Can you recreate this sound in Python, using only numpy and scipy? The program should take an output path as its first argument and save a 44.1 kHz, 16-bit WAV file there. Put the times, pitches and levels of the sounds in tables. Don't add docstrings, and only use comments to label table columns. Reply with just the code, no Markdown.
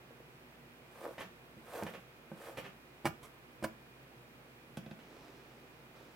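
import sys
import numpy as np
from scipy import signal
from scipy.fft import rfft, irfft, next_fast_len
from scipy.io import wavfile

SR = 44100
rng = np.random.default_rng(int(sys.argv[2]) if len(sys.argv) > 2 else 0)


def materialize(psi):
    bounded = np.clip(np.atleast_2d(psi).T, -1, 1)
    quanta = np.round(bounded * 32767).astype(np.int16)
    wavfile.write(sys.argv[1], SR, quanta)


N = 271361
TIME = np.arange(N) / SR
RING_TIME = TIME[:SR // 2]


def from_db(db):
    return 10 ** (np.asarray(db) / 20)


def rms_one(x):
    return x / np.sqrt(np.mean(x ** 2) + 1e-20)


def peak_one(x):
    return x / np.abs(x).max()


def at_hz(points, hz):
    freq, value = np.transpose(points)
    return np.interp(np.log(np.maximum(hz, 1)), np.log(freq), value)


def add(track, s, sound):
    start = round(s * SR)
    track[start:start + len(sound)] += sound[:N - start]


def soften(x, hz):
    return signal.sosfilt(signal.butter(2, min(hz, .45 * SR), fs=SR, output="sos"), x)


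def thin(x, hz):
    return signal.sosfilt(signal.butter(2, hz, "high", fs=SR, output="sos"), x)


def shaped(x, spectrum):
    size = next_fast_len(N)
    gain = from_db(at_hz(spectrum, np.fft.rfftfreq(size, 1 / SR)))
    return rms_one(irfft(rfft(x, size) * gain, size)[..., :N])


def drift(rate):
    knots = rng.standard_normal(int(N / SR * rate) + 2)
    return np.interp(TIME * rate, np.arange(len(knots)), rms_one(knots))


def grains(per_s, spread_db):
    strength_db = spread_db * np.minimum(rng.exponential(1, N), 3)
    sizes = from_db(strength_db) * rng.choice([-1, 1], N)
    return rms_one(sizes * (rng.random(N) < per_s / SR))


def tick(decay_s, hz):
    burst = rng.standard_normal(len(RING_TIME)) * np.exp(-np.minimum(RING_TIME / decay_s, 40))
    return peak_one(signal.sosfilt(signal.butter(1, min(hz, .45 * SR), fs=SR, output="sos"), burst))


def ringing(modes):
    return sum(from_db(db - 60 * RING_TIME / t60) * np.cos(2 * np.pi * hz * RING_TIME)
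               for hz, db, t60 in modes)


def stroke(s, db, rise, decay, hold=0):
    fade = np.exp(-np.clip((TIME - s - rise - hold) / decay, 0, 20))
    return from_db(db) * np.clip((TIME - s) / rise, 0, 1) * fade


def swell(s, rise, hold, release):
    before = np.maximum(s - TIME, 0) / rise
    after = np.maximum(TIME - s - hold, 0) / release
    return np.exp(-np.minimum(before + after, 20))


def room_response(first_echo_s=0.0014):
    # (frequency [Hz], t60 [s])
    room_t60 = [(125, 0.28), (500, 0.22), (2000, 0.23), (8000, 0.19), (16000, 0.11)]
    edges = np.geomspace(62.5, 16000, 9)
    white, out = rng.standard_normal((2, len(RING_TIME))), 0
    for low, high in zip(edges, edges[1:]):
        band = signal.sosfilt(signal.butter(2, [low, high], "band", fs=SR, output="sos"), white)
        t60 = at_hz(room_t60, np.sqrt(low * high))
        out = out + band * from_db(-60 * RING_TIME / t60)
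    out = out * np.clip(RING_TIME / first_echo_s - 1, 0, 1)
    return out / np.sqrt((out ** 2).sum(axis=1, keepdims=True))


def in_room(x, room, wet_db, left_db, alike_hz):
    left_lag_s = 1.4e-5
    mid, side = room[0], signal.sosfilt(signal.butter(1, alike_hz, "high", fs=SR, output="sos"), room[1])
    ears = np.array([mid + side, mid - side]) / np.sqrt(2)
    echoes = signal.fftconvolve(x[None], ears, axes=1)[:, :N]
    direct = np.array([np.interp(TIME - left_lag_s, TIME, x), x])
    wet = from_db(wet_db)
    balance = from_db([[left_db / 2], [-left_db / 2]])
    return (direct + wet * echoes) / np.sqrt(1 + wet ** 2) * balance


def fan(left_db=-2, waver_db=3.0, wander_rad=0.81, mains_wander_rad=.4):
    # (frequency [Hz], relative level per Hz [dB])
    air_colour = [(20, -23), (40, -15), (60, -14), (85, -13), (130, 2.5), (190, -4.5), (350, -3),
                  (700, -8.5), (1100, -11.5), (2450, -15), (3200, -21), (6500, -30.5), (10000, -31),
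                  (16000, -28)]
    # (frequency [Hz], correlation [-1 to 1])
    air_likeness = [(60, 1), (200, 0.83), (500, 0.72), (1200, -0.015), (3000, -0.41), (8000, -0.029)]
    # (frequency [Hz], peak level [dB])
    hum_tones = [(129.2, -70), (240, -69.5), (360.7, -72.5), (479.1, -73.5), (2433, -75)]
    air_db = -60
    mains_hz, mains_db = 60.6, -74.5

    size = next_fast_len(N)
    alike = np.clip(at_hz(air_likeness, np.fft.rfftfreq(size, 1 / SR)), -.9, .99)
    mid, side = shaped(rng.standard_normal((2, N)), air_colour)
    side = irfft(rfft(side, size) * np.sqrt((1 - alike) / (1 + alike)), size)[:N]
    air = from_db(air_db) * np.array([mid + side, mid - side])
    hum = sum(from_db(db + waver_db * drift(8.7)) * np.sin(2 * np.pi * hz * TIME + wander_rad * drift(16))
              for hz, db in hum_tones)
    mains_phase = 2 * np.pi * mains_hz * TIME + mains_wander_rad * drift(9)
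    mains = from_db(mains_db) * np.sqrt(2) * np.sin(mains_phase)
    return (air + hum + mains) * from_db([[left_db / 2], [-left_db / 2]])


def handling():
    # (time [s], level [dB], rise [s], decay [s])
    grips = [(4.92, -51, 0.27, 0.44), (5.94, -54.5, 0.022, 0.35)]
    # (frequency [Hz], relative level per Hz [dB])
    rustle_colour = [(70, -16), (140, -16), (320, 3.5), (420, -2), (620, -5), (1200, -11.5), (2500, -18.5),
                     (5000, -12)]
    rustle = shaped(grains(per_s=7800, spread_db=5.0), rustle_colour)
    return sum(stroke(*row) for row in grips) * soften(rustle, hz=3000)


def swishes(decay_s=0.022):
    # (time [s], level [dB], rise [s])
    brushes = [(1.18, -40, 0.0009), (1.19, -40, .024), (1.863, -40.5, .003), (1.9355, -42.5, 0.0022),
               (2.571, -37, .002), (2.628, -43.5, .028), (4.987, -52.5, .005)]
    # (frequency [Hz], relative level per Hz [dB])
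    cloth_colour = [(60, -27), (100, -1), (150, 6.5), (330, -3), (535, 5.5), (705, -4), (1200, -3.5),
                    (1450, -7), (1910, -1.5), (2220, -6.5), (2990, -9.5), (3860, -15), (6290, -26.5),
                    (15000, -31.5)]
    envelope = np.sqrt(sum(stroke(s, db, rise, decay_s) ** 2 for s, db, rise in brushes))
    return envelope * thin(shaped(grains(per_s=5000, spread_db=3.5), cloth_colour), hz=148)


def slips(decay_s=0.023):
    # (time [s], level [dB], rise [s])
    slip_offs = [(1.19, -51.5, 0.015), (2.572, -48.5, .004), (3.217, -51.5, 0.026)]
    # (frequency [Hz], relative level per Hz [dB])
    slip_colour = [(410, -3), (700, 1.5), (777, -15), (1040, 3), (1520, -10), (1710, -35), (2160, 0),
                   (2800, -29), (3070, -8), (4610, -19), (9480, -13), (15200, -18), (16000, -30)]
    envelope = sum(stroke(s, db, rise, decay_s) for s, db, rise in slip_offs)
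    return envelope * shaped(grains(per_s=4000, spread_db=5), slip_colour)


def table_knock(contact_hz, place, lowest_hz):
    # (frequency [Hz], t60 [s], then relative level [dB] when struck at
    table_modes = [(97, 0.16, -24, -4.5, -11), (153.4, 0.11, 0.5, -4, -22), (212, 0.098, 1.5, -2, 1),
                   (324, 0.2, -12, 6.5, -2), (535, 0.056, -1, -2, -4), (607, 0.043, -5, -2.5, 3),
                   (819, 0.035, 1, 2, -19), (994, 0.14, -44, -2, -7), (1155, 0.15, -12, -19, -8.5),
                   (1536, 0.03, 12, -13, -15), (1765, 0.044, -18, -25, 1), (2240, 0.058, -4, 6, -2),
                   (2845, 0.032, -4, 4, -2)]
    modes = [(hz, np.interp(place, np.arange(len(levels)), levels), t60)
             for hz, t60, *levels in table_modes]
    knock = soften(ringing(modes), contact_hz)
    return peak_one(thin(knock, lowest_hz))


def landings(thud_delay_s=0.00217, scuff_db=-6):
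    # (time [s], thud level [dB], metal click level [dB], click brightness [Hz])
    touchdowns = [(4.7713, -32.5, -34, 15000), (4.8625, -40, -45, 5000), (4.912, -37.5, -42, 5030)]
    # (frequency [Hz], relative level [dB], t60 [s])
    knife_modes = [(675, 3, 0.054), (1490, -23, 0.038), (1650, -7, 0.054), (2010, -3, 0.055),
                   (2600, 5, 0.027), (3310, 2, 0.018), (3740, 1, 0.02), (4700, -20, .018), (9000, 7, 0.012),
                   (9500, -12, 0.008), (13000, 0, 0.0048)]
    out, thud = np.zeros(N), table_knock(contact_hz=378, place=0, lowest_hz=103)
    for s, thud_db, click_db, click_hz in touchdowns:
        ring = peak_one(soften(ringing(knife_modes), click_hz))
        scuff = soften(tick(decay_s=0.0097, hz=2350), click_hz)
        add(out, s, from_db(click_db) * (ring + from_db(scuff_db) * scuff))
        add(out, s + thud_delay_s, from_db(thud_db) * thud)
    return out


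def presses(lowest_hz=90):
    # (time [s], peak level [dB], second knock after [s], contact brightness [Hz])
    double_knocks = [(1.568, -47.5, 0.0097, 300), (1.825, -27, 0.01, 1320), (2.317, -35.5, 0.00518, 760)]
    place = 0.4
    second_db, second_hz = -4.5, 503
    thread_s, thread_db = 1.835, -35.5
    out = np.zeros(N)
    for s, db, gap, contact_hz in double_knocks:
        add(out, s, from_db(db) * table_knock(contact_hz, place, lowest_hz))
        add(out, s + gap, from_db(db + second_db) * table_knock(second_hz, place, lowest_hz))
    add(out, thread_s, from_db(thread_db) * tick(decay_s=0.0016, hz=12000))
    return out


def cuts(flutter_db=2, bite_hz=1500, skim_hz=750):
    # (full pressure at [s], held for [s], swell [s], rasp level [dB],
    # skim leads by [s], skim level [dB], fibre hiss level [dB])
    pulls = [(1.055, 0.015, 0.024, -44, 0.041, -53.5, -61.5),
             (1.756, 0.074, 0.026, -44.5, 0.0054, -48, -56), (2.488, .016, 0.048, -50, 0.057, -53, -61)]
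    # (time [s], peak level [dB], sharpness [Hz])
    catches = [(0.107, -43, 1200), (0.203, -47, 500), (1.0147, -37.5, 1500), (1.0545, -30.5, 2200),
               (1.0645, -30.5, 496), (1.089, -38, 900), (1.109, -39.5, 586), (1.742, -35, 870),
               (1.752, -35, 700), (2.496, -39, 700)]
    # (frequency [Hz], relative level [dB], t60 [s])
    fabric_modes = [(341, -1, 0.064), (481, 3.5, 0.037), (550, 1, 0.033), (812, -1.5, 0.01),
                    (1013, -12.5, 0.046), (1340, -31, 0.011), (1620, -16, 0.012), (2230, -43, 0.0073),
                    (3160, -9.5, 0.0048)]
    # (frequency [Hz], relative level per Hz [dB])
    fibre_colour = [(1200, 4), (2500, -1), (4000, 4), (6500, -0.5), (8000, 3.5), (8900, 8), (10200, 1.5),
                    (13000, 3.5), (16000, -1)]
    release_s = .026
    skim_swell_s, skim_hold_s, skim_release_s = 0.062, 0.043, 0.095

    body, out = ringing(fabric_modes), np.zeros(N)
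    body = thin(soften(body, hz=2600), hz=350)
    rasp = signal.fftconvolve(grains(per_s=1100, spread_db=3.5), soften(body, bite_hz))[:N]
    rasp = rms_one(rasp)
    skim = signal.fftconvolve(grains(per_s=1500, spread_db=4.5), body)[:N]
    skim = rms_one(thin(skim, skim_hz))
    hiss = shaped(grains(per_s=8300, spread_db=4), fibre_colour)
    for s, hold, rise, rasp_db, lead, skim_db, hiss_db in pulls:
        out += swell(s, rise, hold, release_s) * from_db(rasp_db) * rasp
        light_touch = from_db(skim_db) * skim + from_db(hiss_db) * hiss
        out += swell(s - lead, skim_swell_s, skim_hold_s, skim_release_s) * light_touch
    out *= from_db(flutter_db * drift(90))
    for s, db, sharpness_hz in catches:
        add(out, s, from_db(db) * peak_one(soften(body, sharpness_hz)))
    return out


def stabs(count=4, lowest_hz=73):
    # (touches [s], pierces [s], first jolt's knock level [dB], between jolts [s],
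    # change per jolt [dB], place [0-2], crunch level [dB], crunch held [s], first snap level [dB])
    thrusts = [(3.0468, 3.0550, -19, .0049, -3.3, 0.78, -35.5, 0.02, -31),
               (3.6259, 3.6401, -29, .0017, 1, 1.7, -36.5, 0.00755, -39)]
    # (frequency [Hz], relative level per Hz [dB])
    crunch_colour = [(240, -5), (480, -6), (850, -2), (1330, -9.5), (1700, -7), (2300, -12.5), (3000, -18),
                     (3800, -22.5), (5000, -19), (6400, -27.5), (9000, -18.5), (11500, -28), (15000, -24),
                     (16000, -23)]
    touch_db, touch_hz, jolt_hz = -31, 690, 1820
    rise_s, decay_s, squeeze_db = 0.0013, 0.0077, -47.5
    jitter = .15
    hand_db, hand_hz, hand_place = -11.5, 218, .4

    out = np.zeros(N)
    fibres = thin(shaped(grains(per_s=12000, spread_db=3.0), crunch_colour), hz=70)
    for touch, pierce, db, gap, step_db, place, crunch_db, hold, snap_db in thrusts:
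        add(out, touch, from_db(touch_db) * table_knock(touch_hz, place, lowest_hz))
        out += fibres * stroke(touch, squeeze_db, rise_s, decay_s, pierce - touch)
        out += fibres * stroke(pierce - rise_s, crunch_db, rise_s, decay_s, hold)
        add(out, pierce + hold, from_db(db + hand_db) * table_knock(hand_hz, hand_place, lowest_hz))
        for k, shift in enumerate(rng.uniform(-1, 1, count)):
            knock = from_db(db) * table_knock(jolt_hz, place, lowest_hz)
            snap = from_db(snap_db) * tick(decay_s=0.0012, hz=16000)
            add(out, pierce + (k + jitter * shift) * gap, from_db(k * step_db) * (knock + snap))
    return out


def scene():
    room = room_response()
    return (fan()
            + in_room(slips() + handling(), room, wet_db=-8, left_db=-3.0, alike_hz=895)
            + in_room(swishes(), room, wet_db=0, left_db=-1.6, alike_hz=600)
            + in_room(landings(), room, wet_db=-2.5, left_db=-2.0, alike_hz=600)
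            + in_room(cuts(), room, wet_db=-3.0, left_db=-1.5, alike_hz=700)
            + in_room(stabs() + presses(), room, wet_db=-8.0, left_db=-2.5, alike_hz=403))


def record(dry):
    return signal.sosfilt(signal.ellip(12, .1, 70, 15900, fs=SR, output="sos"), dry)


dry = scene()
out = record(dry)
materialize(out)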